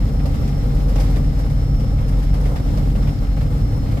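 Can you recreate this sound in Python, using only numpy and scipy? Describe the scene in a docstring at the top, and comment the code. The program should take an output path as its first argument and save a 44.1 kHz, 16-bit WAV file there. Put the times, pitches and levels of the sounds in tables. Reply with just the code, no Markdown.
"""A deep engine drone and body rumble fill the cab of a heavy vehicle rolling along a snowy road.
The engine hums on its orders at near-steady speed, with thin whines and breathy whistles above.
Tyres churn the snow, drum on the floor and shake the cab with a low boom, while air hisses.
Ruts thud on a hollow body panel and set loose fittings clacking and rattling in short bursts;
between jolts the fittings keep ticking faintly."""
import sys
import numpy as np
from scipy import signal
from scipy.fft import rfft, irfft
from scipy.io import wavfile
from scipy.ndimage import uniform_filter1d, map_coordinates

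SR = 44100
rng = np.random.default_rng(int(sys.argv[2]) if len(sys.argv) > 2 else 0)


def int16_out(signal):
    """Quantize to a 16-bit WAV file."""
    q = np.round(np.clip(np.atleast_2d(signal).T, -1, 1) * 32767)
    wavfile.write(sys.argv[1], SR, q.astype(np.int16))


N = 176400

# tone colour of the loose fittings: freq_hz, relative_db
FITTING_COLOUR = [(600, 3), (1200, 6), (2100, 4.5), (2600, 0.5), (3200, 0.5), (4800, -8), (8000, -19.5)]


def undb(db):
    """Decibels to gain."""
    return 10 ** (np.asarray(db) / 20)


def unit(x):
    """Scale to rms 1."""
    return x / np.sqrt(np.mean(x ** 2) + 1e-18)


def curve(t, points):
    """Straight ramps between (time_s, value) points."""
    return np.interp(t, *np.array(points).T)


def per_bin(points):
    """Read (freq_hz, value) points at every frequency, on a log axis."""
    hz, value = np.array(points).T
    return np.interp(np.log(np.arange(N // 2 + 1) * SR / N + 1e-9), np.log(hz), value)


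def walk(rate_hz):
    """A smooth random wobble of rms 1, heading for a new value rate_hz times a second."""
    hold = max(int(SR / rate_hz), 2)
    steps = np.repeat(rng.standard_normal(N // hold + 2), hold)[:N]
    return unit(uniform_filter1d(uniform_filter1d(steps, hold), hold))


def noise():
    """Unrelated white noise left and right."""
    return rng.standard_normal((2, N))


def tone(phase, lead_rad):
    """A sine of rms near 1, ahead in phase on the left and 1 dB louder there."""
    sides = np.array([[1], [-1]]) / 2
    return np.sqrt(2) * undb(sides) * np.sin(phase + rng.uniform(0, 2 * np.pi) + lead_rad * sides)


def cab(pair, colour):
    """Colour two signals and spread them through the cab at rms 1: bass centred, treble diffuse."""
    # likeness of left and right: freq_hz, correlation
    likeness = [(40, 1), (120, 0.94), (270, 0.78), (370, 0.44), (480, 0.81), (570, 0.33), (660, 0.38),
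                (790, -0.00084), (1000, -0.25), (1450, -0.48), (2200, 0.089), (3200, -0.021),
                (12000, -0.034)]
    # stereo balance: freq_hz, left_minus_right_db
    balance = [(100, -1.1), (350, 2), (700, 0), (1300, -0.5), (2100, 1), (4800, -0.5), (7000, 1.3),
               (9500, 0.5), (12000, -4), (15000, -1.5)]
    alike = np.clip(per_bin(likeness), -1, 1)
    lean = undb(per_bin(balance) / 2)
    mid, side = rfft(pair) * undb(per_bin(colour))
    mid, side = mid * np.sqrt(1 + alike), side * np.sqrt(1 - alike)
    return unit(irfft(np.array([(mid + side) * lean, (mid - side) / lean]), N))


def engine(t):
    """Droning orders and a thin whine follow one shaft speed; one low hum swells and sinks."""
    # engine speed: time_s, share_of_mean
    speed = [(0, 1), (1.1, .9985), (2.2, 1.002), (3.2, 1), (4, .998)]
    # engine orders: multiple of the two-turn cycle
    multiples = [6, 9, 12, 18, 22, 24, 30, 58, 63, 66, 69, 111]
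    # base strength of each order: level_db
    levels = [-39.5, -31, -27, -40.5, -40.5, -38.5, -52.5, -54.5, -61.5, -54.5, -55.5, -61.5]
    # swell of the low hum: time_s, gain_db
    hum = [(0, 2), (.2, -0.5), (.43, -19), (.65, 8), (.85, -15), (1.05, 5), (1.4, 0.5), (1.65, 5.5),
           (2.0, 3), (2.25, -6), (2.8, -5), (3.3, 0), (3.85, 8.5), (4, 5.5)]
    cycle_hz, hum_multiple, whine_hz = 11.74, 9, 5351
    phase_per_hz = 2 * np.pi * np.cumsum(curve(t, speed) + 0.00058 * walk(4)) / SR
    drone = 0
    for multiple, db in zip(multiples, levels):
        hz = multiple * cycle_hz
        gain = undb(db + 0.66 * walk(5.16) + curve(t, hum) * (multiple == hum_multiple))
        drone += gain * tone(hz * phase_per_hz, lead_rad=hz * 0.00071)
    flutter = 2 * np.pi * np.cumsum(0.00071 * walk(29.96)) / SR
    whine = undb(-55.5 + 3 * walk(16)) * tone(whine_hz * (phase_per_hz + flutter), lead_rad=2.44)
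    return drone + whine


def whistles(t):
    """Narrow bands of noise whistle breathily and drift together in pitch."""
    # whistle bands: centre_hz, width_hz, level_db
    bands = [(1236, 230, -56), (2112, 62, -62.5), (2930, 120, -68.5), (5120, 93, -60), (5310, 67, -67.5)]
    # slight sag and recovery of the whistles: time_s, gain_db
    swell = [(0, 1), (1.5, 0.5), (2.8, -0.5), (3.4, 1), (4, 1)]
    steady = sum(undb(db) * unit(signal.lfilter(*signal.iirpeak(hz, hz / width, fs=SR), noise()[0]))
                 for hz, width, db in bands)
    drifting = map_coordinates(steady, [np.cumsum(1 + 0.00395 * walk(9))], mode="mirror")
    return drifting * undb(curve(t, swell))


def faint_whine(t):
    """A lower, unsteady whine comes and goes, clearest near the end."""
    # swell of the whine: time_s, level_db
    swell = [(0, -69), (.6, -64), (1.1, -65), (1.6, -64), (2.2, -68), (3.1, -66), (3.35, -61), (4, -64.5)]
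    pitch_hz = 4250
    phase = 2 * np.pi * pitch_hz * np.cumsum(1 + .006 * walk(60)) / SR
    return undb(curve(t, swell) + 3 * walk(25.05)) * tone(phase, lead_rad=np.pi / 2)


def tread_boom(t):
    """The rolling tread shakes the cab at one low, steady rate."""
    # swell of the boom: time_s, gain_db
    swell = [(0, 0.5), (.6, -1), (.85, 4), (1.4, 3), (1.7, -0.5), (2.3, 4), (2.7, -1.5), (3.3, 1),
             (4, -3.5)]
    pitch_hz = 45.2
    return undb(-20 + curve(t, swell)) * tone(2 * np.pi * pitch_hz * t, lead_rad=0)


def body_rumble(t):
    """The body rumbles deeply, swaying a little in level."""
    # rumble colour: freq_hz, relative_db
    colour = [(10, -47), (20, -31), (28, 3.5), (42, -0.5), (60, 1.5), (100, -3.5), (150, -5.5), (220, -19),
              (300, -31), (345, -53), (600, -63.5)]
    # sway of the rumble: time_s, gain_db
    sway = [(0, -0.5), (.5, -1.3), (1.1, -2), (1.7, -1.5), (2.3, -0.7), (2.9, -0.9), (3.4, 0), (3.8, -0.5),
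            (4, -0.5)]
    return cab(noise(), colour) * undb(-19 + curve(t, sway) + 0.5 * walk(11))


def floor_drumming(t):
    """The tyres drum on the floor pan in uneven surges."""
    # floor pan colour: freq_hz, relative_db
    colour = [(110, -34), (180, -1.5), (215, -2), (270, -4.5), (300, -4.5), (340, -18), (420, -17),
              (700, -53)]
    # surges of drumming: time_s, gain_db
    surges = [(0, 1.5), (.2, -2.5), (.44, 3.5), (.62, -1.5), (.8, 1.5), (1.0, 0.5), (1.18, 4), (1.35, -3),
              (1.7, -.5), (2.05, -3.5), (2.5, -4.5), (2.7, 3), (3.08, 1), (3.32, -6), (3.58, 0.5),
              (3.75, -2), (4, 2.5)]
    return cab(noise(), colour) * undb(-31 + curve(t, surges))


def tyre_churn(t):
    """Tyres churn the snow with a grainy midrange roar."""
    # tyre colour: freq_hz, relative_db
    colour = [(200, -8.5), (370, -8.5), (460, 3), (570, 0), (660, -8), (810, -4.5), (900, -9),
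              (1020, -11.5), (1330, -11.5), (1500, -18.5), (2400, -34)]
    # rougher and smoother snow: time_s, gain_db
    roughness = [(0, 1.5), (.42, -1), (.7, 0.5), (1.1, 1.6), (1.5, -1.5), (2.0, -0.3), (2.5, 1),
                 (2.85, 0.4), (3.1, 1.5), (3.3, -1.5), (3.55, 1), (4, -2)]
    return cab(noise(), colour) * undb(-37.5 + curve(t, roughness) + 2 * walk(70))


def air_hiss(t):
    """Air hisses softly, with a quick flicker."""
    # hiss colour: freq_hz, relative_db
    colour = [(700, -19.5), (1500, 5), (2100, 5.5), (2500, 0), (3800, 1), (5000, -1), (5800, -6),
              (8000, -5.5), (9800, -22), (11800, -6.5), (15000, -26)]
    # swell of the hiss: time_s, gain_db
    swell = [(0, 6), (.17, -3), (.3, 4), (.7, 2), (1.05, 6), (1.4, 2.5), (1.6, 1), (1.9, 0), (2.1, 1.5),
             (2.42, 3), (2.65, 3), (3.05, 3), (3.25, 2), (3.8, 1), (4, 2.5)]
    return cab(noise(), colour) * undb(-50.5 + curve(t, swell) + 1.35 * walk(32))


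def contacts(per_s, spread_db, ring_s):
    """Tiny impacts of uneven strength, each leaving a few milliseconds of noisy ringing."""
    hits = (rng.random(N) < per_s / SR) * undb(spread_db * np.clip(rng.standard_normal(N), -2, 2))
    energy = signal.lfilter([1], [1, -np.exp(-2 / (ring_s * SR))], hits ** 2 + 1e-18)
    return np.sqrt(energy) * noise()


def chatter():
    """Loose fittings tick faintly all the way."""
    return undb(-53.5) * cab(contacts(per_s=93, spread_db=7.5, ring_s=0.012), FITTING_COLOUR)


def struck(age, decay_s):
    """An instant rise and an exponential fall."""
    return (age >= 0) * np.exp(-np.maximum(age, 0) / decay_s)


def clacks(t):
    """A loose fitting hits its stop and bounces once, ringing briefly in a broad band."""
    # hard clacks: start_s, relative_db, centre_hz
    hits = [(.0954, -45, 1900), (.2572, -40, 4200), (0.957, -37.5, 5400), (.9648, -40, 2800),
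            (1.0005, -34.5, 5200), (2.561, -48, 4800), (2.5975, -42, 1500), (2.7494, -49, 3300),
            (2.775, -39, 4800), (3.071, -43, 2800), (3.088, -40, 3200), (3.187, -45, 4500)]
    decay_s, bounce_s, bounce_db = 0.0033, 0.0047, -6.5
    out = 0
    for start, db, hz in hits:
        ring = unit(signal.lfilter(*signal.iirpeak(hz, Q=4.9, fs=SR), noise()))
        blows = struck(t - start, decay_s) + undb(bounce_db) * struck(t - start - bounce_s, decay_s)
        out += undb(db + 1.5) * blows * ring
    return out


def shaking(t, starts, levels_db, decay_s):
    """Each jolt builds quickly, holds for a moment and dies away; overlaps add in power."""
    attack_s, hold_s = .004, 0.0094
    age = t - starts[:, None]
    shape = np.clip(age / attack_s, 0, 1) * np.exp(-np.maximum(age - attack_s - hold_s, 0) / decay_s)
    return np.sqrt(undb(levels_db) ** 2 @ shape ** 2)


def rattles(t):
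    """Jolts knock the panels and shake loose fittings into showers of small contacts."""
    # jolts and their relative levels: start_s, knock_db, clatter_db, fine_db
    jolts = [(.198, -52, -44.5, -69), (.254, -27.5, -41.5, -50), (.341, -49, -42.5, -51),
             (.364, -50, -45, -60), (.425, -36, -49, -67), (.474, -47, -42.5, -51), (0.745, -45, -58, -52),
             (.8, -38, -48, -54), (0.885, -49, -43, -50), (0.956, -28, -41.5, -50), (.981, -31, -44, -50),
             (1.0, -39, -38, -43.5), (1.031, -34, -45, -53), (1.1, -40, -59, -51), (1.157, -36, -39, -49),
             (1.178, -38, -54, -61), (1.238, -53, -65, -56), (1.388, -37, -44.5, -50),
             (1.495, -41, -46, -52.5), (1.794, -45, -47, -54), (2.077, -44, -44, -50.5),
             (2.121, -38, -45, -61), (2.223, -50, -42.5, -50), (2.337, -37, -41, -51),
             (2.403, -41, -47, -52), (2.435, -42, -52, -57), (2.453, -34, -39.5, -51),
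             (2.482, -39, -49, -53), (2.556, -33, -39, -51), (2.596, -39, -48, -62), (2.677, -38, -45, -60),
             (2.771, -30.5, -41.5, -53), (2.952, -36, -43, -55), (3.018, -36, -43, -56),
             (3.07, -35, -39, -55), (3.364, -35, -41.5, -63), (3.408, -34.5, -42, -55),
             (3.568, -39, -49, -55), (3.879, -33, -51, -67), (3.911, -43, -44, -55),
             (3.968, -31, -40.5, -62)]
    # dull panel knock: freq_hz, relative_db
    knock_colour = [(200, -2.5), (420, -5.5), (580, 4), (800, 0), (1200, -11), (2200, -34)]
    # fine, bright rattle: freq_hz, relative_db
    fine_colour = [(2500, -33), (4800, 15), (6500, 7), (9500, 5.5), (12500, 6.5), (15000, -6)]
    starts, knock_db, clatter_db, fine_db = np.array(jolts).T

    def shower(colour, levels_db, decay_s):
        grains = contacts(per_s=2500, spread_db=4.5, ring_s=0.0046)
        return cab(grains, colour) * shaking(t, starts, levels_db, decay_s)

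    return (shower(knock_colour, knock_db - 2.5, decay_s=0.014)
            + shower(FITTING_COLOUR, clatter_db + 1, decay_s=0.015)
            + shower(fine_colour, fine_db + 2.5, decay_s=0.022))


def thuds(t):
    """Ruts ring the body panel hollowly; each blow favours the modes near its own pitch."""
    # blows on the body: start_s, relative_db, pitch_hz
    blows = [(.252, -26, 590), (.395, -31, 460), (.46, -27.5, 405), (.958, -30, 520), (1.002, -26, 550),
             (1.163, -26.5, 546), (1.192, -31, 560), (2.455, -27, 500), (2.596, -28, 530), (2.95, -32, 573),
             (3.018, -32, 430), (3.072, -30, 520), (3.966, -34, 497)]
    # body panel modes: freq_hz, decay_s, relative_db
    modes = [(414, 0.012, 7), (464, 0.018, -3.5), (559, 0.012, 9), (606, 0.022, 0), (710, 0.017, -9),
             (783, 0.019, 2), (1187, .02, 14)]
    spread_oct, attack_s = 0.29, 0.0047
    hz, decay_s, mode_db = np.array(modes).T[:, :, None]
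    age = t[:SR // 4]
    attack = np.minimum(age / attack_s, 1)
    out = np.zeros((2, N + SR))
    for start, db, pitch in blows:
        gain = undb(mode_db + rng.standard_normal(hz.shape))
        gain /= 1 + (np.log2(hz / pitch) / spread_oct) ** 2
        # a small phase scatter between the sides gives width
        phase = rng.uniform(0, 2 * np.pi, hz.shape) + .5 * rng.standard_normal((2, *hz.shape))
        partials = gain * struck(age, decay_s) * np.sin(2 * np.pi * hz * age + phase)
        ring = partials.sum(axis=1) / np.sqrt(np.sum(gain ** 2) / 2)
        first = int(start * SR)
        out[:, first:first + len(age)] += undb(db - 0.5) * attack * ring
    return out[:, :N]


def scene():
    """From the seat: a bed of engine and road noise, with the jolts on top."""
    t = np.arange(N) / SR
    tones = engine(t) + whistles(t) + faint_whine(t) + tread_boom(t)
    road = body_rumble(t) + floor_drumming(t) + tyre_churn(t) + air_hiss(t)
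    return tones + road + rattles(t) + clacks(t) + thuds(t) + chatter()


def record(dry):
    """The sound eases in and out over a few milliseconds; the very top is cut steeply."""
    fade_s, top_hz = .004, 15100
    fade = np.clip(np.minimum(np.arange(N), np.arange(N)[::-1]) / (fade_s * SR), 0, 1)
    return signal.sosfilt(signal.ellip(8, .1, 70, top_hz, fs=SR, output="sos"), dry * fade)


dry = scene()
out = record(dry)
int16_out(out)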